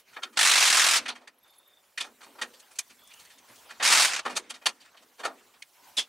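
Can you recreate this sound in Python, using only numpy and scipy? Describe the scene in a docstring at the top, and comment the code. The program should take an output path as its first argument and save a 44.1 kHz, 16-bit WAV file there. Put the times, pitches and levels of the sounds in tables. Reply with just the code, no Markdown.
"""In a garage, hands shuffle and tools knock on a rusty steel frame, which rings and booms. A cordless
impact wrench rattles on a bolt in a short burst, its hammer striking while its gears grind. Very high
chirps and a faint trill come and go as a spanner and the wrench knock on the steel. After a soft thump
the wrench rattles again and more knocks follow. Last, the spanner is dragged on the steel and clinks
down on the concrete. The quiet hiss of the room lies under it all."""
import sys
import numpy as np
from scipy import signal
from scipy.fft import rfft, irfft
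from scipy.io import wavfile
from scipy.ndimage import uniform_filter1d

SR = 44100
rng = np.random.default_rng(int(sys.argv[2]) if len(sys.argv) > 2 else 0)


def log_audio(samples):
    """Write samples as a 16-bit WAV file to the path given in sys.argv[1]."""
    # one column per channel
    frames = np.atleast_2d(samples).T
    # limit to full scale, then quantise
    limited = np.clip(frames, -1, 1)
    pcm = np.round(limited * 32767).astype(np.int16)
    wavfile.write(sys.argv[1], SR, pcm)


N = 268128
CREST_DB = 11.5  # how far the peak of a noisy hit stands over its average (rms) level


def gain_of(db):
    """Turns decibels into a number to multiply by."""
    return 10 ** (np.asarray(db) / 20)


def unit_rms(x):
    """Scales a signal to an average (rms) size of 1."""
    return x / np.sqrt(np.mean(x ** 2) + 1e-20)


def value_at(points, hz):
    """Reads a curve of (f/Hz, value) points, giving each octave about equal room."""
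    f, value = np.transpose(points)
    return np.interp(np.log(hz + 1), np.log(f + 1), value)


def follow(rows, t):
    """Reads rows of (t/s, level/dB, ...) at times t; silent before and after them."""
    times, level_db, *rest = np.transpose(rows)
    return [np.interp(t, times, level_db, -120, -120)] + [np.interp(t, times, column) for column in rest]


def add(mix, s, sound):
    """Mixes a sound in at s seconds."""
    part = mix[..., max(round(s * SR), 0):][..., :sound.shape[-1]]
    part += sound[..., :part.shape[-1]]


def split(x, low_hz, high_hz):
    """Splits x into bass, middle and treble that add up to x."""
    hz, spectrum = np.fft.rfftfreq(x.shape[-1], 1 / SR), rfft(x)
    low, high = 1 / (1 + (hz / low_hz) ** 4), 1 / (1 + (high_hz / (hz + 1)) ** 4)
    return [irfft(spectrum * band, x.shape[-1]) for band in (low, 1 - low - high, high)]


def noise(colour, patchy_db, size=512, count=N):
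    """Stereo noise whose colour (its level at each frequency) drifts in random patches."""
    # how alike left and right are: f/Hz, likeness (1 = the same)
    likeness = [(60, 0.73), (180, 1), (550, 0.87), (1650, 0.74), (4970, 0.83), (15000, 0.24)]
    frames, hz = 4 * count // size + 5, np.fft.rfftfreq(size, 1 / SR)
    a, b, c, d, patches = rng.standard_normal((frames, len(hz), 5)).T
    patches = unit_rms(uniform_filter1d(uniform_filter1d(patches, size=8, axis=0), size=10, axis=1))
    same, left = value_at(likeness, hz)[:, None], a + 1j * b
    right = same * left + np.sqrt(1 - same ** 2) * (c + 1j * d)
    spectra = np.array([left, right]) * gain_of(value_at(colour, hz)[:, None] + patchy_db * patches)
    return unit_rms(signal.istft(spectra, nperseg=size, noverlap=size - size // 4)[1][:, :count])


def room_tone(loud):
    """The room's quiet hiss sinks under loud sounds and creeps back afterwards."""
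    # colour of the hiss: f/Hz, level/dB
    colour = [(15, -49), (25, -42.5), (394, -0.5), (476, -6.5), (560, 1), (1160, -10.5), (1790, -17.5),
              (2550, -13), (3720, -25), (5000, -21.5), (16000, -10.5)]
    loud_db = 10 * np.log10(abs(uniform_filter1d((loud ** 2).mean(0), size=400)) + 1e-12)
    ramp_db = 54 * np.arange(N) / SR
    held_db = np.maximum.accumulate(loud_db + ramp_db) - ramp_db  # jumps up at once, falls slowly
    dip_db = 0.3 * np.maximum(held_db + 47.5, 0)
    return gain_of(-70 - dip_db) * noise(colour, patchy_db=2.5, size=1024)


def shuffle():
    """Hands and tools rustle in the background: noise roughened by small random ticks."""
    # level and brightness of the rustle, which dulls after loud sounds: t/s, level/dB, treble boost/dB
    rustle_curve = [(0.0, -63, 9), (0.045, -74.5, -13), (0.085, -61, -4), (0.172, -67.5, 5), (0.37, -73, 6),
                    (1.0, -45.5, -29), (1.266, -74, -30.5), (1.488, -67.5, -3.5), (1.598, -71, -1),
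                    (2.022, -70, 2.5), (2.36, -64, 1.5), (3.024, -64.5, 0.5), (3.202, -59.5, 1.5),
                    (3.42, -64.5, -2), (3.52, -58.5, 0), (4.2, -58, -11), (4.328, -51.5, -47),
                    (4.644, -70, 5), (4.828, -64.5, -7.5), (5.2, -69, 4.5), (5.37, -63, -3.5),
                    (5.696, -68.5, 3.5), (5.886, -60.5, 1.5), (6.08, -68, 2)]
    rustle = noise([(300, -14.5), (900, -4), (4000, -8.5), (9000, -6), (15000, -7)], patchy_db=3)
    bass, middle, treble = map(unit_rms, split(rustle, 740, 5000))
    ticks = (rng.random(N) < 30 / SR) * rng.exponential(1, N)  # about 30 a second
    grain = 1 + 0.077 * signal.oaconvolve(ticks, np.exp(-np.arange(1500) / SR / 0.0022))[:N]
    level_db, treble_db = follow(rustle_curve, np.arange(N) / SR)
    return grain * gain_of(level_db) * (gain_of(-9.5) * bass + middle + gain_of(treble_db) * treble)


def ring(hz, t60, t):
    """One dying note of struck metal; t60 is the time it takes to fade by 60 dB."""
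    note = np.sin(2 * np.pi * hz * t) * gain_of(-60 * t / t60)
    return note / np.linalg.norm(note)


def steel_frame(t, spread_db=0):
    """The tapped frame rings with many notes; spread_db varies their mix, as if hit on another spot."""
    # the frame's notes: f/Hz, level/dB, t60/s (cut to 0.05 at most below)
    notes = [(1430, -3.5, 0.3), (1885, -3, 0.18), (2120, -24, 0.16), (2504, -3, 0.19), (3230, -5, 0.089),
             (3252, -18.5, 0.13), (3735, -2.5, 0.084), (4450, -1.5, 0.067), (4750, -2.5, 0.1),
             (6060, -16.5, 0.095), (6078, -19, 0.052), (6620, -3, 0.031), (9540, 0.5, 0.063)]
    spot_db = spread_db * rng.standard_normal(len(notes))
    ringing = sum(gain_of(db + extra_db) * ring(hz, min(t60, 0.05), t)
                  for extra_db, (hz, db, t60) in zip(spot_db, notes))
    return ringing / np.linalg.norm(ringing)


def rise_time(t60):
    """Seconds a hit takes to swell: short ticks also start fast."""
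    return np.clip(t60 / 7, 0.001, 0.013)


def tool_hit(db, hz, bass_db, treble_db, t60, frame, tool_share, bass_slope):
    """A gritty contact swells and dies, ringing the tool and any frame it hits; the bass lingers."""
    t = np.arange(6144) / SR
    rise, t60 = rise_time(t60), np.clip(t60, 0.02, 0.2)
    hiss = rng.standard_normal((2, len(t)))
    hiss *= gain_of(2 * unit_rms(uniform_filter1d(rng.standard_normal(len(t)), size=60)))
    grit = rfft([hiss[0], 0.87 * hiss[0] + 0.52 * hiss[1]])  # left and right mostly alike
    band_hz = np.array([700, np.sqrt(700 * hz), hz, 7500])
    # bass_slope is the share of bass_db reached halfway down from the tool's note
    band_db = np.array([bass_db, bass_slope * bass_db, 0, treble_db]) - 10 * np.log10(band_hz / hz)
    colour = [(60, band_db[0] - 74), (250, band_db[0] - 14.5), *zip(band_hz, band_db),
              (10000, band_db[3] - 5), (16000, band_db[3] - 33)]
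    shaped = grit * (1 + rfft(frame, len(t))) * gain_of(value_at(colour, np.fft.rfftfreq(len(t), 1 / SR)))
    bass, middle, treble = split(irfft(shaped), 1200, 6400)
    tool = tool_share * unit_rms(irfft(grit * rfft(ring(hz, 0.025, t))))
    swell = np.sin(np.pi / 2 * np.minimum(t / rise, 1))
    fade = gain_of(-60 * np.maximum(t - rise, 0) / t60)
    contact = (fade ** 0.52 * bass + fade * middle + fade ** 1.1 * treble) / middle.std()
    ending = np.cos(np.pi / 2 * t / t[-1])
    return gain_of(db - CREST_DB) * swell * ending * (contact + fade * tool)


def knocks():
    """The spanner and the wrench knock on the frame, each time on another spot."""
    # tools on steel: t/s, level/dB, tool's note f/Hz, bass boost/dB, treble boost/dB, t60/s (0.2 at most)
    hits = [(0.13, -45, 1530, -15, -3, 0.28), (0.148, -45, 3500, -14, -13, 0.08),
            (0.166, -26, 1790, -10, -21, 0.075), (0.2258, -30, 1460, -17.5, -14, 0.17),
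            (0.2333, -21, 3710, -17.5, -8, 0.056), (0.329, -46, 1280, -16, 2, 0.21),
            (1.058, -24, 2040, -21, -16, 0.091), (1.0831, -18.5, 3550, -14.5, -7, 0.08),
            (1.1, -24, 4400, -12, -13, 0.08), (1.155, -36, 2350, -9.5, -7.5, 0.11),
            (1.2119, -49.5, 1320, 4.5, -6, 0.2), (1.276, -34, 1960, -15.5, -7, 0.056),
            (1.455, -57.5, 1300, -4, -9.5, 0.19), (1.5354, -54, 3500, -15.5, -2.5, 0.11),
            (1.9781, -18, 1910, -32, -7.5, 0.065), (2.0057, -18.5, 3520, -23, -6.5, 0.098),
            (2.0435, -36.5, 1740, 0.5, -2, 0.16), (2.2107, -39, 1570, -11, -9, 0.1),
            (2.231, -40.5, 1250, -2.5, 4, 0.19), (2.265, -51, 980, 6, -10, 0.17),
            (2.35, -52, 1000, 1, -29, 0.22), (2.387, -35.5, 1430, -4, -12, 0.21),
            (2.4175, -17.5, 1910, -14, -4.5, 0.084), (2.537, -43, 3430, -11, 1, 0.11),
            (2.596, -44, 4480, -24, 5, 0.077), (2.711, -46.5, 5800, -4, 6, 0.12),
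            (2.7555, -45, 2710, -10, 10, 0.12), (2.7886, -18.5, 2445, -22, 12, 0.054),
            (2.9, -42, 2700, -17, -2, 0.11), (3.0746, -51, 3440, -16, 29, 0.035),
            (3.1077, -43, 2540, -38, -10, 0.12), (3.1366, -44, 2910, -15, 13, 0.039),
            (3.1954, -44, 4230, -14, 4, 0.16), (3.25, -45, 1880, -14, 9, 0.067),
            (3.3013, -44, 1910, -31, 0, 0.17), (3.3832, -47.5, 3480, -18, 6, 0.086),
            (3.483, -48.5, 1320, -12, 5, 0.22), (3.5563, -48, 3500, -25, 8, 0.065),
            (3.692, -38.5, 1680, -10, -10, 0.13), (3.706, -32, 1980, -13, -6, 0.093),
            (3.8021, -21.5, 1940, -10, -16, 0.28), (4.2555, -20.5, 1280, -4, -13, 0.17),
            (4.2988, -29, 2900, -2.5, -0.5, 0.17), (4.357, -28, 4360, -11, 1, 0.1),
            (4.3665, -16, 4140, -11, 5.5, 0.065), (4.394, -37.5, 2240, -14, 8, 0.049),
            (4.4953, -42, 2830, -25, 12, 0.052), (4.5022, -25.5, 3380, -13.5, 3, 0.066),
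            (4.5417, -34, 3920, -13.5, -4.5, 0.1), (4.5574, -43.5, 1910, -12, -1, 0.082),
            (4.618, -42, 2040, -2, -7, 0.16), (4.6604, -9, 2960, -11.5, 0, 0.073),
            (4.6882, -26.5, 3380, -21, -1, 0.061), (4.8062, -44.5, 3100, -28, -2.5, 0.2),
            (4.8513, -44, 1370, -33, -6, 0.1), (4.944, -48.5, 1220, -6, -18.5, 0.085),
            (4.971, -43, 3130, -19, -8, 0.12), (5.025, -50, 1340, 2, 5, 0.087),
            (5.1857, -43.5, 1270, -5, -2.5, 0.085), (5.1962, -32.5, 1240, -1, -3, 0.11),
            (5.2367, -26, 1310, -10, -11, 0.23), (5.2518, -18, 1430, 0.5, -2, 0.072),
            (5.2786, -42, 1420, 9.5, -17, 0.22), (5.539, -48.5, 2420, -21, -10, 0.076),
            (5.6228, -26, 2280, -57, -6, 0.033)]
    out, t = np.zeros((2, N)), np.arange(2000) / SR
    for s, *hit, t60 in hits:
        frame = 0.36 * steel_frame(t, spread_db=5)
        add(out, s - 0.39 * rise_time(t60), tool_hit(*hit, t60, frame, tool_share=0.35, bass_slope=0.59))
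    return out


def boom():
    """The big frame rings low and slow when it is bumped."""
    # bumps on the frame: t/s, level/dB
    bumps = [(0.17, -63), (0.25, -61.5), (0.98, -49), (1.08, -59), (2.0, -66), (2.07, -60), (2.26, -59.5),
             (2.42, -54), (2.9, -66), (3.35, -68), (3.49, -65), (3.71, -61), (3.81, -49), (4.251, -40),
             (4.659, -61), (5.0, -67), (5.2, -50), (5.26, -59), (5.8, -74), (5.985, -71)]
    # colour of the boom: f/Hz, level/dB
    colour = [(100, -44.5), (190, -17.5), (245, 1), (300, -8), (500, -6.5), (900, -42.5)]
    rise_s, t60 = 0.012, 0.65
    t, level = np.arange(SR) / SR, np.zeros(N)
    for s, db in bumps:
        add(level, s, np.minimum(t / rise_s, 1) * gain_of(db - 60 * t / t60))
    return level * noise(colour, patchy_db=2.5, size=2048)


def hammer(pulse):
    """The wrench's hammer strikes in nearly even runs, with a lull as it lifts before each blow."""
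    # runs of blows: first t/s, gap/s, end t/s, level/dB
    runs = [(0.374, 0.0187, 0.44, -9), (0.452, 0.0213, 0.59, -11.5), (0.605, 0.0245, 0.735, -11),
            (0.747, 0.0236, 0.97, -13), (3.829, 0.0242, 4.055, -12.5), (4.135, 0.029, 4.2, -17)]
    blows, lulls = np.zeros(N), np.zeros(N)
    for first, gap, end, db in runs:
        times = first + gap * np.arange(20)
        for s, (late, weak, deep) in zip(times[times < end], rng.standard_normal((20, 3))):
            s += 0.001 * late
            add(blows, s - 0.002, gain_of(db - 0.5 * weak - CREST_DB) * pulse)
            add(lulls, s - 0.007, 0.4 * np.clip(1 + 0.26 * deep, 0, 1.8) * np.hanning(260))
    return blows, lulls


def wrench():
    """Hammer blows and a loose socket shake the steel; the gears grind between them, duller when slow."""
    # the two bursts, each a list of: t/s, level/dB
    bursts = [
        [(0.355, -66.5), (0.375, -30.5), (0.397, -26.5), (0.41, -23.5), (0.453, -21), (0.93, -22),
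         (0.97, -19.5), (0.988, -24.5), (1.002, -38.5), (1.04, -63)],
        [(3.82, -38.5), (3.834, -26), (3.894, -19), (4.044, -20.5), (4.086, -27.5), (4.198, -37), (4.235, -94)],
    ]
    # colour of the rattle: f/Hz, level/dB
    colour = [(18, -68), (30, -38), (149, -39), (319, -13), (374, -21.5), (666, -7.5), (1350, -2.5),
              (1500, -2), (1810, -2), (2750, -1.5), (2980, -3.5), (4780, -2.5), (8980, -2), (16000, -25.5)]
    full_speed_db = -25
    t = np.arange(N) / SR
    pulse = (1 - np.exp(-t[:3000] / 0.0015)) * np.exp(-t[:3000] / 0.0079)
    chatter = (rng.random(N) < 120 / SR) * rng.random(N)  # about 120 socket taps a second
    shake = 0.63 + 0.39 * signal.oaconvolve(chatter, pulse)[:N]
    gears = noise(colour, patchy_db=1.34)
    ringing = signal.oaconvolve(rng.standard_normal(N), steel_frame(t[:4000]))[:N]
    bass, middle, treble = map(unit_rms, split(gears + 0.054 * ringing, 880, 6000))
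    blows, lulls = hammer(pulse)
    onsets = np.maximum(np.diff(blows, prepend=0), 0)
    crack = signal.oaconvolve(onsets, np.exp(-t[:400] / 0.00067))[:N]  # the hammer meets the anvil
    level_db = np.maximum(*[follow(burst, t)[0] for burst in bursts])
    slow_db = np.clip(full_speed_db - level_db, 0, 30)
    rattle = gain_of(-20 + 0.55 * slow_db) * bass + middle + gain_of(-7.5 - slow_db) * treble
    drive = (gain_of(level_db) * shake + blows + 0.44 * crack) * np.clip(1 - lulls, 0.2, 1)
    return drive * rattle


def chirps():
    """Short wavering whistles near the top of hearing."""
    # one chirp a row: t/s, level/dB, f/Hz
    whistles = [(1.3408, -70.5, 11900), (1.382, -60, 11400), (1.43, -57.5, 11560), (1.476, -62.5, 11100),
                (1.504, -59, 11300), (1.558, -64.5, 10800), (1.5814, -50, 11000), (1.675, -55, 11800),
                (2.876, -60, 12000), (2.993, -61, 12200), (3.035, -57, 11700)]
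    out, count = np.zeros(N), round(0.019 * SR)
    for s, db, hz in whistles:
        waver = 1 + 0.018 * unit_rms(uniform_filter1d(rng.standard_normal(4000), size=60))[:count]
        whistle = np.sin(2 * np.pi * np.cumsum(hz * waver) / SR)
        add(out, s - 0.003, gain_of(db) * np.hanning(count) * whistle)
    return out


def trill():
    """A narrow band of noise glides and throbs a little, like a far insect or a faint squeak."""
    # thin fuzzy whistles: start t/s, length/s, level/dB, first f/Hz, last f/Hz
    whistles = [(1.395, .44, -68, 3610, 3590), (2.98, .15, -63, 3430, 3490), (3.31, .11, -68, 3610, 3570),
                (3.11, .1, -60, 2770, 3030)]
    out, width_hz = np.zeros(N), 210
    for start, length, db, from_hz, to_hz in whistles:
        t = np.arange(0, length, 1 / SR)
        hz = from_hz + (to_hz - from_hz) * t / length
        a, b = rng.standard_normal((2, SR))[:, :len(t)]
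        fuzz = signal.sosfilt(signal.butter(2, width_hz / 2, fs=SR, output="sos"), a + 1j * b)
        whistle = unit_rms((fuzz * np.exp(2j * np.pi * np.cumsum(hz) / SR)).real)
        throb = 1 + 0.16 * np.sin(2 * np.pi * 30 * t)
        add(out, start, gain_of(db) * signal.windows.tukey(len(t), 0.27) * whistle * throb)
    return out


def thump():
    """A soft bump: one low note that starts gently and dies away."""
    start_s, db, hz, t60 = 3.495, -61, 120, 0.23
    t, out = np.arange(SR // 2) / SR, np.zeros(N)
    swell = 1 - np.exp(-t / 0.0041)
    add(out, start_s, gain_of(db - 60 * t / t60) * swell * np.sin(2 * np.pi * hz * t))
    return out


def drag():
    """The spanner is dragged on steel, and the rubbing makes it sing in a few bands."""
    # colour of the singing spanner: f/Hz, level/dB
    colour = [(290, -47), (500, -36), (650, -9), (729, 14), (1040, 10), (1320, -38), (1510, 18),
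              (1870, -27), (2240, 4), (2500, -13), (3250, -34), (5500, -120)]
    start_s, length_s, db = 5.745, 0.215, -62.5
    out, count = np.zeros((2, N)), round(length_s * SR)
    rub = noise(colour, patchy_db=5.5, size=1024, count=SR // 3)[:, :count]
    add(out, start_s, gain_of(db) * signal.windows.tukey(count, 0.15) * rub)
    return out


def clink():
    """The spanner is laid on the concrete, away from the frame: one ringing clink that swells quickly."""
    # three overlapping strikes: t/s, level/dB, spanner's note f/Hz, bass boost/dB, treble boost/dB, t60/s
    strikes = [(5.973, -21, 3900, -25, -3, 0.077), (5.9805, -13, 3550, -30, -7, 0.11),
               (5.9913, -17.5, 3450, -24, -5, 0.1)]
    out = np.zeros((2, N))
    for s, *hit, t60 in strikes:
        strike = tool_hit(*hit, t60, frame=np.zeros(1), tool_share=1.1, bass_slope=0.91)
        add(out, s - 0.55 * rise_time(t60), strike)
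    return out


def garage(x):
    """The garage answers with many small echoes, each band dying at its own speed."""
    # how long the echoes last: f/Hz, t60/s
    fade_times = [(200, 0.17), (600, 0.19), (1500, 0.45), (4000, 0.12), (10000, 0.66)]
    echoes = np.zeros((2, SR // 2))
    slots = np.arange(300, SR // 2 - 20, 20)  # one echo in every 20 samples
    arrivals = slots + rng.integers(0, 20, (2, len(slots)))
    np.put_along_axis(echoes, arrivals, rng.choice([-1., 1.], arrivals.shape), 1)
    hz, t, spectra = signal.stft(echoes, SR, nperseg=256)
    fade = gain_of(-60 * t / value_at(fade_times, hz)[:, None])
    tail = signal.istft(spectra * fade, SR, nperseg=256)[1]
    return signal.fftconvolve(x[None], tail / np.linalg.norm(tail[0]), axes=1)[:, :N]


def scene():
    """Mixes all the sounds; only the loud ones echo in the garage."""
    bass_cut = signal.butter(2, 140, "high", fs=SR, output="sos")  # small tools push no deep bass
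    loud = wrench() + signal.sosfilt(bass_cut, knocks() + clink())
    quiet = room_tone(loud) + shuffle() + boom() + drag() + thump() + trill() + chirps()
    return loud + gain_of(-28.5) * garage(loud.mean(0)) + quiet


def record(dry):
    """Two microphones, the right a bit louder, alike in the bass and top treble; both extremes are cut."""
    left, right = dry * gain_of([[-0.335], [0.335]])
    stereo_band = signal.butter(2, (250, 9500), "band", fs=SR, output="sos")
    side = 0.4 * signal.sosfiltfilt(stereo_band, left - right)
    pair = (left + right) / 2 + np.array([side, -side])
    thinned = signal.sosfilt(signal.butter(1, 60, "high", fs=SR, output="sos"), pair)
    treble_cut = signal.firwin(511, 15800, window=("kaiser", 9), fs=SR)
    return signal.oaconvolve(thinned, treble_cut[None], "same")


dry = scene()
out = record(dry)
log_audio(out)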